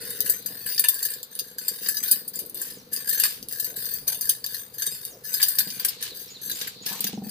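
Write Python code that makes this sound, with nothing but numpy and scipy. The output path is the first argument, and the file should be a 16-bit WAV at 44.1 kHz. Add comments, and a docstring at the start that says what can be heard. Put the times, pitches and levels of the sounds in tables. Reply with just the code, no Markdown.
"""Nunchaku on a roof terrace

Steel nunchaku are rolled from hand to hand. Impacts excite the modes of links and hollow handles:
the chain rattles, snaps taut and clashes. The handles shed vortices and slap into the palm, and a
shirt rubs. In the street a one-cylinder engine pulses through its exhaust, idling, then revving up
at the end; small birds chirp over the hum of the town."""
import sys
import numpy as np
from scipy import signal
from scipy.fft import rfft, irfft, next_fast_len
from scipy.io import wavfile
from scipy.ndimage import uniform_filter1d

SR = 44100
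rng = np.random.default_rng(int(sys.argv[2]) if len(sys.argv) > 2 else 0)


def unload_audio(sound):
    """Save the sound as a 16-bit wav file, at the path given as the first command line argument."""
    columns = np.transpose(np.atleast_2d(sound))
    # keep every value between -1 and 1, then stretch to whole-number steps
    steps = np.round(np.clip(columns, -1, 1) * 32767)
    wavfile.write(sys.argv[1], SR, steps.astype(np.int16))


N = 322247
T = np.arange(N) / SR


def undb(db):
    """Amplitude ratio of a level in decibels."""
    return 10 ** (np.asarray(db) / 20)


def unit(x):
    """Normalisation to an rms of one."""
    return x / np.sqrt(np.mean(x ** 2) + 1e-18)


def curve(table, at=T):
    """Linear interpolation of a two-column table, by default at every sample time."""
    return np.interp(at, *np.transpose(table))


def wander(points):
    """Random modulation: Gaussian values joined by straight lines over the whole scene."""
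    return np.interp(T, np.linspace(0, T[-1], points), rng.standard_normal(points))


def colour(x, points, share=1):
    """Spectral shaping by (frequency [Hz], gain [dB]) points; share scales the decibels."""
    hz, db = np.transpose(points)
    size = next_fast_len(x.shape[-1] + 512)
    f = np.fft.rfftfreq(size, 1 / SR) + 1
    gain = undb(share * np.interp(np.log(f), np.log(hz), db))
    return irfft(rfft(x, size) * gain, size)[..., :x.shape[-1]]


def fade(t, t60):
    """Exponential damping by 60 dB in t60 seconds."""
    return np.exp(-np.log(1000) * t / max(t60, 1e-4))


def add(out, x, s):
    """Superposition of x on out, starting at s seconds."""
    i = int(np.clip(s * SR, 0, out.shape[-1]))
    part = x[..., :out.shape[-1] - i]
    out[..., i:i + part.shape[-1]] += part


def noise_band(hz, width_hz):
    """Quadrature modulation: low-pass noise shifted to a moving centre frequency."""
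    lowpass = signal.butter(2, width_hz / 2, fs=SR, output="sos")
    low = signal.sosfilt(lowpass, rng.standard_normal((2, len(hz))))
    carrier = np.exp(2j * np.pi * np.cumsum(hz) / SR)
    return unit(np.real((low[0] + 1j * low[1]) * carrier))


def echoes(x, t60, first_s, treble_db):
    """Diffuse reverberation: convolution with decaying noise, different at each ear."""
    t = np.arange(SR) / SR
    noise = colour(rng.standard_normal((2, SR)), [(1000, 0), (15000, treble_db)])
    tail = noise * fade(t, t60) * (t > first_s)
    return signal.fftconvolve(np.atleast_2d(x), unit(tail) / np.sqrt(SR), axes=-1)[:, :N]


# Narrow dips in the chain's tone: (frequency [Hz], half width [Hz], gain [dB])
TONE_DIPS = [(1270, 200, -3), (2550, 500, -3), (4120, 200, -2), (5620, 280, -5), (6950, 280, -14),
             (10780, 220, -6)]


def hollow_tone(x, low_hz=800):
    """Notch and high-pass filtering: narrow dips and a bass cut make the chain sound thin and hollow."""
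    for hz, half_width, db in TONE_DIPS:
        band = signal.lfilter(*signal.iirpeak(hz, hz / (2 * half_width), fs=SR), x)
        x = x + (undb(db) - 1) * band
    return signal.sosfilt(signal.butter(2, low_hz, "high", fs=SR, output="sos"), x)


# Groups of close modes of the hollow handles: (centre [Hz], spread [Hz], relative level [dB])
HANDLE_MODES = [(1066, 48, -17), (1680, 163.6, -6.5), (2920, 275, -6.5), (3740, 54, 1.5), (4670, 486, -1.1),
                (6130, 333, 0), (7448, 160, 2.5)]
# Spectrum of the links and of their dry crack: (frequency [Hz], relative level [dB])
LINK_SPECTRUM = [(1300, -48), (1900, -0.5), (2400, -2.5), (3000, -8.5), (4800, 1), (5700, -3), (7000, -3),
                 (9300, -8.5), (10100, -5), (11300, -6.5), (13300, -8.5), (15500, -6)]
KNOCK_TOP_HZ, CLANG_TOP_HZ = 2400, 8300


def steel_modes(knock_t60=.076, handle_t60=.115, link_t60=.084, links_db=3):
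    """Normal modes of handles and links: their frequencies, amplitudes and decay times."""
    centre, spread, db = np.repeat(np.array(HANDLE_MODES, float), 12, axis=0).T
    place = (np.arange(len(centre)) % 12 + rng.random(len(centre))) / 6 - 1
    handle_hz = centre + spread * np.arcsin(place) * 2 / np.pi  # crowded towards each centre
    link_hz = np.linspace(2500, 15500, 280) + 20 * rng.standard_normal(280)  # no two links are alike
    handle = undb(db) * np.sqrt(spread)
    link = undb(curve(LINK_SPECTRUM, link_hz))
    gain = np.r_[handle / np.linalg.norm(handle), undb(links_db) * link / np.linalg.norm(link)]
    handle_decay = np.where(handle_hz < KNOCK_TOP_HZ, knock_t60, handle_t60)
    return np.r_[handle_hz, link_hz], gain, np.r_[handle_decay, np.full(len(link_hz), link_t60)]


def steel_rings(scatter_db=7, detune_hz=60, crack_db=-19, spots=66, size=4096):
    """Modal impulse responses, shaped (spot, register, ear, time); registers: jingle, clang, knock."""
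    t = np.arange(size) / SR
    hz, gain, t60 = steel_modes()
    modes = np.array([np.exp(2j * np.pi * f * t) * fade(t, decay) for f, decay in zip(hz, t60)])
    # each spot favours some modes and starves others; neighbouring spots are alike
    favour = uniform_filter1d(rng.standard_normal((spots, 64)), 3, axis=0) * np.sqrt(3)
    favour_db = 6 * np.array([np.interp(hz, np.linspace(1000, 16000, 64), row) for row in favour])
    strength = gain * undb(favour_db + scatter_db * rng.standard_normal((spots, len(hz))))
    # grip and tension shift the pitch
    detune = np.exp(2j * np.pi * detune_hz * rng.standard_normal((spots, 1, 1)) * t)
    phase = np.exp(2j * np.pi * rng.random((spots, 2, len(hz))))
    ring = np.real((strength[:, None] * phase) @ modes * detune)
    crack = colour(rng.standard_normal((spots, 2, size)) * fade(t, t60=.045), LINK_SPECTRUM)
    contact = ring / ring.std(axis=(1, 2), keepdims=True) + undb(crack_db) * unit(crack)
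    contact = hollow_tone(contact * (1 - np.exp(-t / .0001)))  # builds as waves cross the steel
    bands = [(CLANG_TOP_HZ, "high"), ([KNOCK_TOP_HZ, CLANG_TOP_HZ], "band"), (KNOCK_TOP_HZ, "low")]
    jingle, clang, knock = (signal.sosfilt(signal.butter(6, f, kind, fs=SR, output="sos"), contact)
                            for f, kind in bands)
    knock = knock + .69 * knock[:, ::-1]  # long waves reach both ears more alike
    return np.stack([unit(jingle), unit(clang), unit(knock)], axis=1)


# The chain running through one roll, swing or change of hands:
# (start [s], duration [s], drive level [dB], ring of the tube it drags over, re drive [dB])
CHAIN_ROLLS = [(0, 0.18, -40.5, -5.5), (0.241, 0.096, -34, -8), (0.465, 0.49, -44, -5),
               (0.667, 0.082, -33, -7.5), (0.846, 0.29, -38.5, -6.5), (1.306, 0.2, -50, -6.5),
               (1.601, 0.2, -42, -7), (1.812, 0.18, -36, -7.5), (2.021, 0.13, -34, -7),
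               (2.33, 0.069, -40.5, -10), (2.546, 0.16, -40.5, -10.5), (2.914, 0.14, -41.5, -4),
               (3.067, 0.13, -31.5, -7), (3.208, 0.067, -29.5, -11.5), (3.494, 0.2, -40, -7),
               (3.755, 0.21, -37, -10), (4.067, 0.073, -33.5, -8), (4.213, 0.11, -36.5, -9.5),
               (4.481, 0.12, -40.5, -9), (4.73, 0.012, -44.5, -14), (4.778, 0.17, -36.5, -9.5),
               (4.915, 0.17, -45, -8), (5.235, 0.1, -39, -6.5), (5.319, 0.2, -34, -9.5),
               (5.534, 0.23, -41, -4.5), (6.005, 0.052, -41.5, -4), (6.14, 0.078, -43, -11.5),
               (6.412, 0.19, -39.5, -13.5), (6.854, 0.082, -38, -5), (7.231, 0.11, -48, -4.5)]


def shaking(attack_s=.011, release_db_per_s=195, slack_db=-66):
    """Excitation envelopes of the chain's shake and its drag on a tube: rise, hold and decay."""
    shakes, drags = [], []
    for s, length, db, tube_db in CHAIN_ROLLS:
        attack = np.clip((T - s) / attack_s, 0, 1)
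        roll = attack * undb(db - release_db_per_s * np.maximum(T - s - length, 0))
        shakes.append(roll)
        drags.append(roll * undb(tube_db))
    return np.max(shakes, axis=0) + undb(slack_db), np.max(drags, axis=0)


def rattle(rings, contacts_per_s=240, jingle_db=4, clang_db=-.5, even_s=.022, spots_per_s=40):
    """Shot noise: tumbling links make dense, unequal impacts that wander along the chain."""
    contacts = np.zeros((3, 2, N))
    spread_db = np.array([1.5, 5.5, 5.5])[:, None, None]  # all jingle; hard ones clink a handle
    for when, spot, force in rng.random((int(contacts_per_s * N / SR), 3)):
        s = when * N / SR
        ring = rings[int(s * spots_per_s + 3 * spot) % len(rings)]
        add(contacts, ring * undb(-spread_db * np.log(1 - .99 * force)), s)
    power = uniform_filter1d(np.mean(contacts ** 2, axis=1, keepdims=True), int(even_s * SR))
    levelled = contacts / np.sqrt(np.abs(power) + 1e-9)
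    shake, drag = shaking()
    drive = np.array([shake * undb(jingle_db), shake * undb(clang_db), drag])
    # the rattle gets deeper dips, so it sounds hollower and less hissy than the clashes
    return hollow_tone(np.sum(levelled * drive[:, None], axis=0))


# Engine speed: (time [s], firing rate [1/s])
FIRING_RATE = [(0, 19.1), (.6, 19.5), (.8, 19.9), (3.4, 19.86), (3.6, 20.06), (6.8, 20.1), (6.93, 21.4),
               (7.0, 22.9), (7.31, 22.8)]
# Exhaust loudness: (time [s], relative level [dB])
EXHAUST_LEVEL = [(0.04, -54), (0.65, -54.5), (0.98, -74), (1.95, -53.5), (5.39, -69), (5.66, -44.5),
                 (5.92, -69), (6.84, -51.5), (7.18, -35.5), (7.31, -38)]
# Exhaust resonances:
# (frequency [Hz], T60 [s], relative level [dB], delay [s], share of the loudness swing [ratio])
EXHAUST_MODES = [(121, 0.037, -3.5, 0.0085, 0.074), (156, 0.08, -5.5, 0.006, 0.082),
                 (216, 0.062, 1, 0.00526, 0.99), (225, 0.025, 4.5, 0.0033, 0.62),
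                 (385.2, 0.05, 0, 0.0012, 0.15), (476.2, 0.033, 4, 0.00059, 0.15),
                 (770, 0.025, -20.5, 0.0047, 1.17)]


def engine(jitter_turns=.018, scatter_db=2.5, puff_turns=.11, puff_db=-10, street_db=-10, gain_db=-1):
    """Forced resonance: each firing and its gas puff ring the exhaust; house fronts smear the beat."""
    turns = .34 + np.cumsum(curve(FIRING_RATE)) / SR
    turns += jitter_turns * np.interp(turns, np.arange(N), rng.standard_normal(N))
    firing = np.diff(np.floor(turns), prepend=0) * undb(scatter_db * rng.standard_normal(N))
    puff = np.exp(-(turns % 1) / puff_turns) * rng.standard_normal(N)
    push = unit(firing) + undb(puff_db) * unit(puff)
    loud_db = curve(EXHAUST_LEVEL)
    idle_db = np.median(loud_db)
    t = np.arange(SR // 5) / SR
    out = np.zeros(N)
    for hz, t60, db, delay, share in EXHAUST_MODES:
        ring = np.sin(2 * np.pi * hz * t) * fade(t, t60) * (1 - np.exp(-t * hz / 1.17))
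        gain = undb(db + idle_db + share * (loud_db - idle_db))
        add(out, unit(signal.fftconvolve(push, ring)[:N]) * gain, delay)
    out = colour(out, [(40, -21), (80, -5), (130, -1.5)])  # a small silencer radiates little deep bass
    street = echoes(out, t60=.9, first_s=.0058, treble_db=-7)
    return undb(gain_db) * (out + undb(street_db) * (street + .42 * street[::-1]))


# Hum of the town: (frequency [Hz], relative spectral density [dB])
TOWN_SPECTRUM = [(60, -14), (250, -16.5), (450, -12), (700, -11.5), (1500, -13), (3300, -21.5), (7000, -47),
                 (15000, -51)]
# Rumble of far traffic: (time [s], level [dB])
RUMBLE_LEVEL = [(.6, -56), (1.0, -66.5), (3.0, -60.5), (3.9, -56), (7.3, -60)]


def town(level_db=-60):
    """Diffuse noise of far traffic and leaves; the slowly swelling rumble is coherent at both ears."""
    mid, side = colour(rng.standard_normal((2, N)), TOWN_SPECTRUM)
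    side = colour(side, [(120, -12), (300, 0), (700, 2.5)])
    wash = unit(mid + side * np.array([[1], [-1]]))
    rumble = unit(colour(rng.standard_normal(N), [(20, -36), (55, -13), (130, -2), (700, -27)]))
    return undb(level_db) * wash + rumble * undb(curve(RUMBLE_LEVEL))


# A faint far hum: (frequency [Hz], bandwidth [Hz], level [dB])
HUM_BANDS = [(461, 78, -49.5), (1460, 120, -59), (1886, 220, -54)]


def hum(end_s=.44, fade_s=.15):
    """Narrow-band noise, heard as a few wavering tones that soon die away."""
    tones = sum(noise_band(np.full(SR, float(hz)), width) * undb(db) for hz, width, db in HUM_BANDS)
    return tones * np.clip((end_s - T[:SR]) / fade_s, 0, 1)


def whistle(hz, length_s, fall_oct_per_s, blur_hz=220):
    """Frequency glide of a narrow noise band: one thin note that swells and fades."""
    t = np.arange(0, length_s, 1 / SR)
    return noise_band(hz * 2 ** (-fall_oct_per_s * t), blur_hz) * np.sin(np.pi * t / length_s)


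# A flock twittering further off: (time [s], level [dB])
FLOCK_LEVEL = [(0, -52.5), (5.6, -71.5), (5.95, -46.5), (6.4, -51), (6.75, -50), (7.1, -50), (7.31, -64)]
# Falling chirps: (time [s], starting frequency [Hz], level [dB])
BIRD_CHIRPS = [(2.75, 7800, -53.5), (5.085, 7940, -51), (6.097, 4620, -42), (6.272, 6000, -49.5),
               (6.342, 4550, -43.5), (6.975, 7940, -57), (7.128, 7630, -55)]
# Another bird's pips of steady pitch: (time [s], level [dB])
BIRD_PIPS = [(6.299, -42.5), (6.535, -43), (6.814, -47)]


def birds(chirp_s_per_hz=9.5e-6, echo_db=-2, flock_hz=4200., flock_width_hz=950, flutter_db=3):
    """Narrow-band calls: echoing whistles over a flock blurred into amplitude-modulated noise."""
    calls = np.zeros(N)
    for s, hz, db in BIRD_CHIRPS:
        add(calls, whistle(hz, chirp_s_per_hz * hz, fall_oct_per_s=9) * undb(db), s)
    for s, db in BIRD_PIPS:
        add(calls, whistle(hz=6840, length_s=.0337, fall_oct_per_s=0) * undb(db), s)
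    flock_gain = undb(curve(FLOCK_LEVEL) + flutter_db * wander(120))
    flock = np.array([noise_band(np.full(N, flock_hz), flock_width_hz) for _ in range(2)]) * flock_gain
    return calls + undb(echo_db) * echoes(calls, t60=.45, first_s=.0094, treble_db=-20) + flock


# One link snapping against its neighbour: (time [s], relative level [dB], clang offset [dB])
LINK_SNAPS = [(0.083, -28, -17), (0.2047, -11, -7.5), (0.213, -21.5, -1.5), (0.7953, -8.5, -5),
              (0.8853, -5.5, -9), (0.943, -15.5, -11), (0.992, -23.5, 0), (1.1378, -21.5, -7),
              (1.23, -22, -6), (1.3524, -22, -10), (1.3902, -18.5, -3.0), (1.3945, -17, -1),
              (2.036, -14.5, -9), (2.358, -19.5, -18), (2.461, -29.5, -16), (2.4969, -25.5, -16),
              (2.545, -21, -16), (2.9628, -17, -1.5), (3.132, -15, -21), (3.1467, -19, -16),
              (3.1997, -10, -4), (3.4273, -27.5, -1), (3.4856, -20, -9), (3.525, -19, -9), (3.855, -22, -4),
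              (3.938, -19, -30), (4.13, -23, -1), (4.255, -21, -9), (4.296, -14.5, -0.5), (4.4633, -19, -3),
              (4.784, -23, -8), (5.051, -19.5, -8), (5.554, -19, -13), (5.6736, -26, 1), (5.703, -26.5, 5),
              (6.4606, -24, -18), (7.006, -13.5, -8), (7.0422, -13.5, -4), (7.294, -26, -3.5)]


def snaps(rings, jingle_db=8, clang_db=7, choke_t60=.016, rebound_db=-11, rebound_s=.0035):
    """Damped impact: the taut chain chokes the ring at once; the link rebounds and rings freely."""
    out = np.zeros((2, N))
    choke = fade(np.arange(rings.shape[-1]) / SR, choke_t60)
    for s, db, clang in LINK_SNAPS:
        ring = rings[rng.integers(len(rings)), :2]
        ring = ring / np.abs(ring).max(axis=(1, 2), keepdims=True)
        click = np.tensordot(undb(db + np.array([jingle_db, clang + clang_db])), ring, 1)
        add(out, click * choke, s)
        add(out, click * undb(rebound_db), s + rebound_s * (.5 + rng.random()))
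    return out


def beating_pair(hz, size, t60=.079, detune_hz=35, build_s=.0004):
    """Beats: the two close modes that a contact favours most build up, interfere and decay."""
    t = np.arange(size) / SR
    pair_hz = hz + detune_hz * rng.standard_normal((2, 1, 1))
    pair = np.sin(2 * np.pi * (pair_hz * t + rng.random((2, 2, 1))))
    return pair.sum(axis=0) * fade(t, t60) * (1 - np.exp(-t / build_s))


def collision(rings, first_spot, lead_s, brush_db=-15, follow_db=-8, scatter_db=3, settle_s=.008):
    """Repeated impact: a first brush, a hard contact, then the same few links knock on more weakly."""
    count = 10
    spots = (first_spot + rng.integers(3, size=count)) % len(rings)
    knock_db = follow_db + scatter_db * rng.standard_normal(count)
    jitter = rng.random(count)
    burst = np.zeros((3, 2, SR // 4))
    add(burst, rings[spots[-1]] * undb(brush_db), 0)
    add(burst, rings[spots[0]], lead_s)
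    for k in range(1, count):
        late = 1.1 * (k - jitter[k]) / count
        add(burst, rings[spots[k]] * np.exp(-late) * undb(knock_db[k]), lead_s + late * settle_s)
    return burst


# The tube's hollow note, which drops as the grip shifts: (time [s], frequency [Hz])
TUBE_NOTE = [(.84, 1728), (5.4, 1692), (5.85, 1594)]
# The chain snapping taut or striking a handle: (time [s], relative level [dB], clang offset [dB],
# knock offset [dB], link frequency [Hz], handle frequency [Hz])
CHAIN_CLASHES = [(0.103, -21, -24, -25, 14000, 7620), (0.2625, -20.5, -21, -8.5, 12400, 4770),
                 (0.2965, -6, -17, -44, 14500, 4740), (0.46, -16.5, -8, -20, 12900, 4850),
                 (0.6619, -18.5, -16, -9, 9800, 4730), (0.779, -22, 9.5, -6, 13400, 5020),
                 (0.7935, -8.5, -14, -21, 15000, 3670), (0.84, -12.5, -5, -5, 9600, 7600),
                 (0.886, -8, -7, -24, 12860, 3550), (1.027, -13, -7.5, -24, 11570, 6270),
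                 (1.051, -13.5, -9.5, -17, 13700, 4460), (1.1026, -21.5, -24, -16, 12800, 4570),
                 (1.5834, -19.5, -5.5, -13, 11900, 4850), (1.6815, -11, -7, -24.5, 13300, 4580),
                 (1.8606, -27, 6.5, -1.5, 13310, 4660), (1.886, -9.5, -9.5, -15, 10100, 4780),
                 (1.9687, -21, 5.5, -12, 9000, 4880), (2.08, -18.5, -6, -32, 15000, 4580),
                 (2.1122, -2.5, -13.5, -41, 11150, 4810), (2.278, -20.5, -16, -46.5, 13310, 4720),
                 (2.39, -19, -8.5, -23, 12900, 4730), (2.6156, -16, -12, -19, 14300, 6470),
                 (2.9309, -14.5, -14, -28, 13440, 4950), (3.092, -11, -13, -26, 13200, 5000),
                 (3.1303, -18.5, -10, -9, 15200, 4860), (3.1962, -13, -21, -19, 12960, 4910),
                 (3.236, -7.5, -6.5, -8.5, 9600, 4690), (3.252, -14, -4.5, -5, 9100, 4320),
                 (3.598, -14, -10, -31, 13840, 4180), (3.644, -17, -6, -45, 12400, 4520),
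                 (3.7628, -23.5, -8, -22, 14700, 7490), (4.0783, -11, -5, -22, 11300, 6160),
                 (4.2099, -15.5, -7.5, -22.5, 13200, 6200), (4.2925, -5, -11, -32, 10600, 4950),
                 (4.441, -23.5, 6, -7, 9500, 4610), (4.5435, -21, -1.5, -12, 13400, 4270),
                 (4.8213, -17.5, 0, -9, 8940, 6220), (4.8651, -12.5, -8, -19, 9500, 6020),
                 (5.3396, -12.5, -4, -21, 13400, 5000), (5.3996, -24.5, -6, 1.5, 14190, 4960),
                 (5.416, -19, 5.5, -10, 14190, 7430), (5.4275, -4.5, -3.5, -15.5, 15150, 4690),
                 (5.4835, -9.5, -12, -48, 10500, 7500), (5.5853, -6.5, -8.5, -24.5, 12870, 4910),
                 (5.6041, -17, 1, -9, 13200, 4360), (5.7966, -18, -4.5, -12, 12600, 4780),
                 (5.8476, -9.5, -13, -12.5, 10050, 7700), (5.8837, -16, -3.5, -36, 13100, 5190),
                 (6.0258, -19, -7, -18, 13110, 6100), (6.497, -20.5, -4, -10, 13200, 4100),
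                 (6.514, -21, 3, -14, 10300, 3920), (6.614, -23, 2.5, -9, 12920, 3830),
                 (6.6727, -20.5, -8, -9, 12960, 4730), (6.8617, -19.5, -0.5, -41, 14400, 5330),
                 (7.0674, -17.5, -4, -10, 13500, 4780)]


def clashes(rings, jingle_db=-10, clang_db=-10, knock_db=-9, partial_db=(-2, 5, 6), lead_s=.0037):
    """Free vibration after a collision: link, handle and hollow tube each ring one clear partial."""
    out = np.zeros((2, N))
    onset = SR // 80  # the opening samples set each register's level
    for i, (s, db, clang, knock, link_hz, handle_hz) in enumerate(CHAIN_CLASHES):
        burst = collision(rings, 5 * i, lead_s)
        for register, hz, ring_db in zip(burst, (link_hz, handle_hz, curve(TUBE_NOTE, s)), partial_db):
            gain = register[:, :onset].std() * undb(ring_db)
            add(register, beating_pair(hz, rings.shape[-1]) * gain, lead_s)
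        burst /= np.sqrt(np.mean(burst[..., :onset] ** 2, axis=(1, 2), keepdims=True))
        gains = undb(db + np.array([jingle_db, clang + clang_db, knock + knock_db]))
        add(out, np.tensordot(gains, burst, 1), s - lead_s)
    return out


# A handle or an arm sweeping the air: (time [s], frequency at full speed [Hz], level [dB])
AIR_SWEEPS = [(0.518, 645, -58), (2.432, 430, -49), (2.579, 440, -50), (2.724, 265.3, -55),
              (3.435, 229.5, -51), (3.731, 520, -52.5), (4.001, 153, -53.5), (4.13, 748, -54.5),
              (5.141, 486, -52.5), (6.147, 436, -54.5), (6.502, 272.5, -51), (6.941, 965, -46)]


def swishes(droop=.1205, half_s=.055):
    """Vortex shedding: pitch and level rise and fall with the speed of the sweep."""
    out = np.zeros(N)
    u = np.arange(-2, 2, 1 / (SR * half_s))  # time from full speed, in units of half_s
    for s, hz, db in AIR_SWEEPS:
        vortices = noise_band(hz * (1 - droop * u ** 2 / 2), width_hz=300 * np.sqrt(hz / 600))
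        add(out, vortices * np.exp(-u ** 2) * undb(db), s - 2 * half_s)
    return out


# The shirt rubbing as the arm reaches round: (time [s], half duration [s], level [dB])
SHIRT_RUBS = [(2.673, 0.11, -48.5), (3.26, 0.11, -40.5), (5.454, 0.033, -39), (5.87, 0.093, -39.5),
              (6.07, 0.049, -38), (6.32, 0.13, -52.5), (6.632, 0.092, -39), (6.889, 0.042, -36.5),
              (7.046, 0.094, -37.5)]


def shirt(grain_db=3):
    """Stick-slip friction: cotton fibres catch and let go in a grainy hiss."""
    grain = undb(grain_db * wander(1500))
    spectrum = [(400, 3.5), (1400, 8.5), (3000, 17.5), (5000, 16), (9000, 9), (15000, -22)]
    hiss = colour(rng.standard_normal((2, N)) * grain, spectrum)
    return unit(hiss) * sum(undb(db) * np.exp(-((T - s) / half) ** 2) for s, half, db in SHIRT_RUBS)


# A handle slapping into the palm: (time [s], peak level [dB])
PALM_CATCHES = [(3.237, -10.5), (5.5864, -12), (5.8492, -14), (6.0252, -19.5), (6.613, -19.5), (6.864, -19),
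                (7.0415, -16), (7.069, -26)]


def catches(t60=.039, size=2048):
    """Contact damping: the hand stops a handle's ring at once, leaving a short bright crack."""
    out = np.zeros((2, N))
    spectrum = [(900, -28), (1700, -5.5), (5500, 5.5), (13000, -17)]
    for s, db in PALM_CATCHES:
        crack = colour(rng.standard_normal((2, size)), spectrum) * fade(np.arange(size) / SR, t60)
        add(out, crack / np.abs(crack).max() * undb(db), s)
    return out


# Response of the two microphone ports: (frequency [Hz], left minus right level [dB])
PORT_DIFFERENCE = [(600, 10), (2400, 0), (4600, 2), (6200, 6), (8200, -5), (10000, -0.5), (11500, 1.5),
                   (13300, 16), (15500, 3)]


def microphone_ports(x):
    """Interchannel level difference: each port takes half of it, in opposite directions."""
    return np.array([colour(x[0], PORT_DIFFERENCE, .5), colour(x[1], PORT_DIFFERENCE, -.5)])


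def scene():
    """Superposition of the nunchaku, their reflections off floor and parapet, and the neighbourhood."""
    rings = steel_rings()
    nunchaku = hollow_tone(clashes(rings) + snaps(rings) + rattle(rings)) + catches()
    terrace = undb(-18) * echoes(nunchaku, t60=.32, first_s=.009, treble_db=-6)
    out = microphone_ports(nunchaku + terrace) + shirt() + swishes() + engine() + birds() + town()
    add(out, hum(), 0)
    return out


def record(dry):
    """Clipping and band limiting: the hardest snaps are flattened and the top treble is cut."""
    lowpass = signal.ellip(10, .2, 70, 15420, fs=SR, output="sos")
    return signal.sosfilt(lowpass, np.clip(dry, -1, 1))


dry = scene()
out = record(dry)
unload_audio(out)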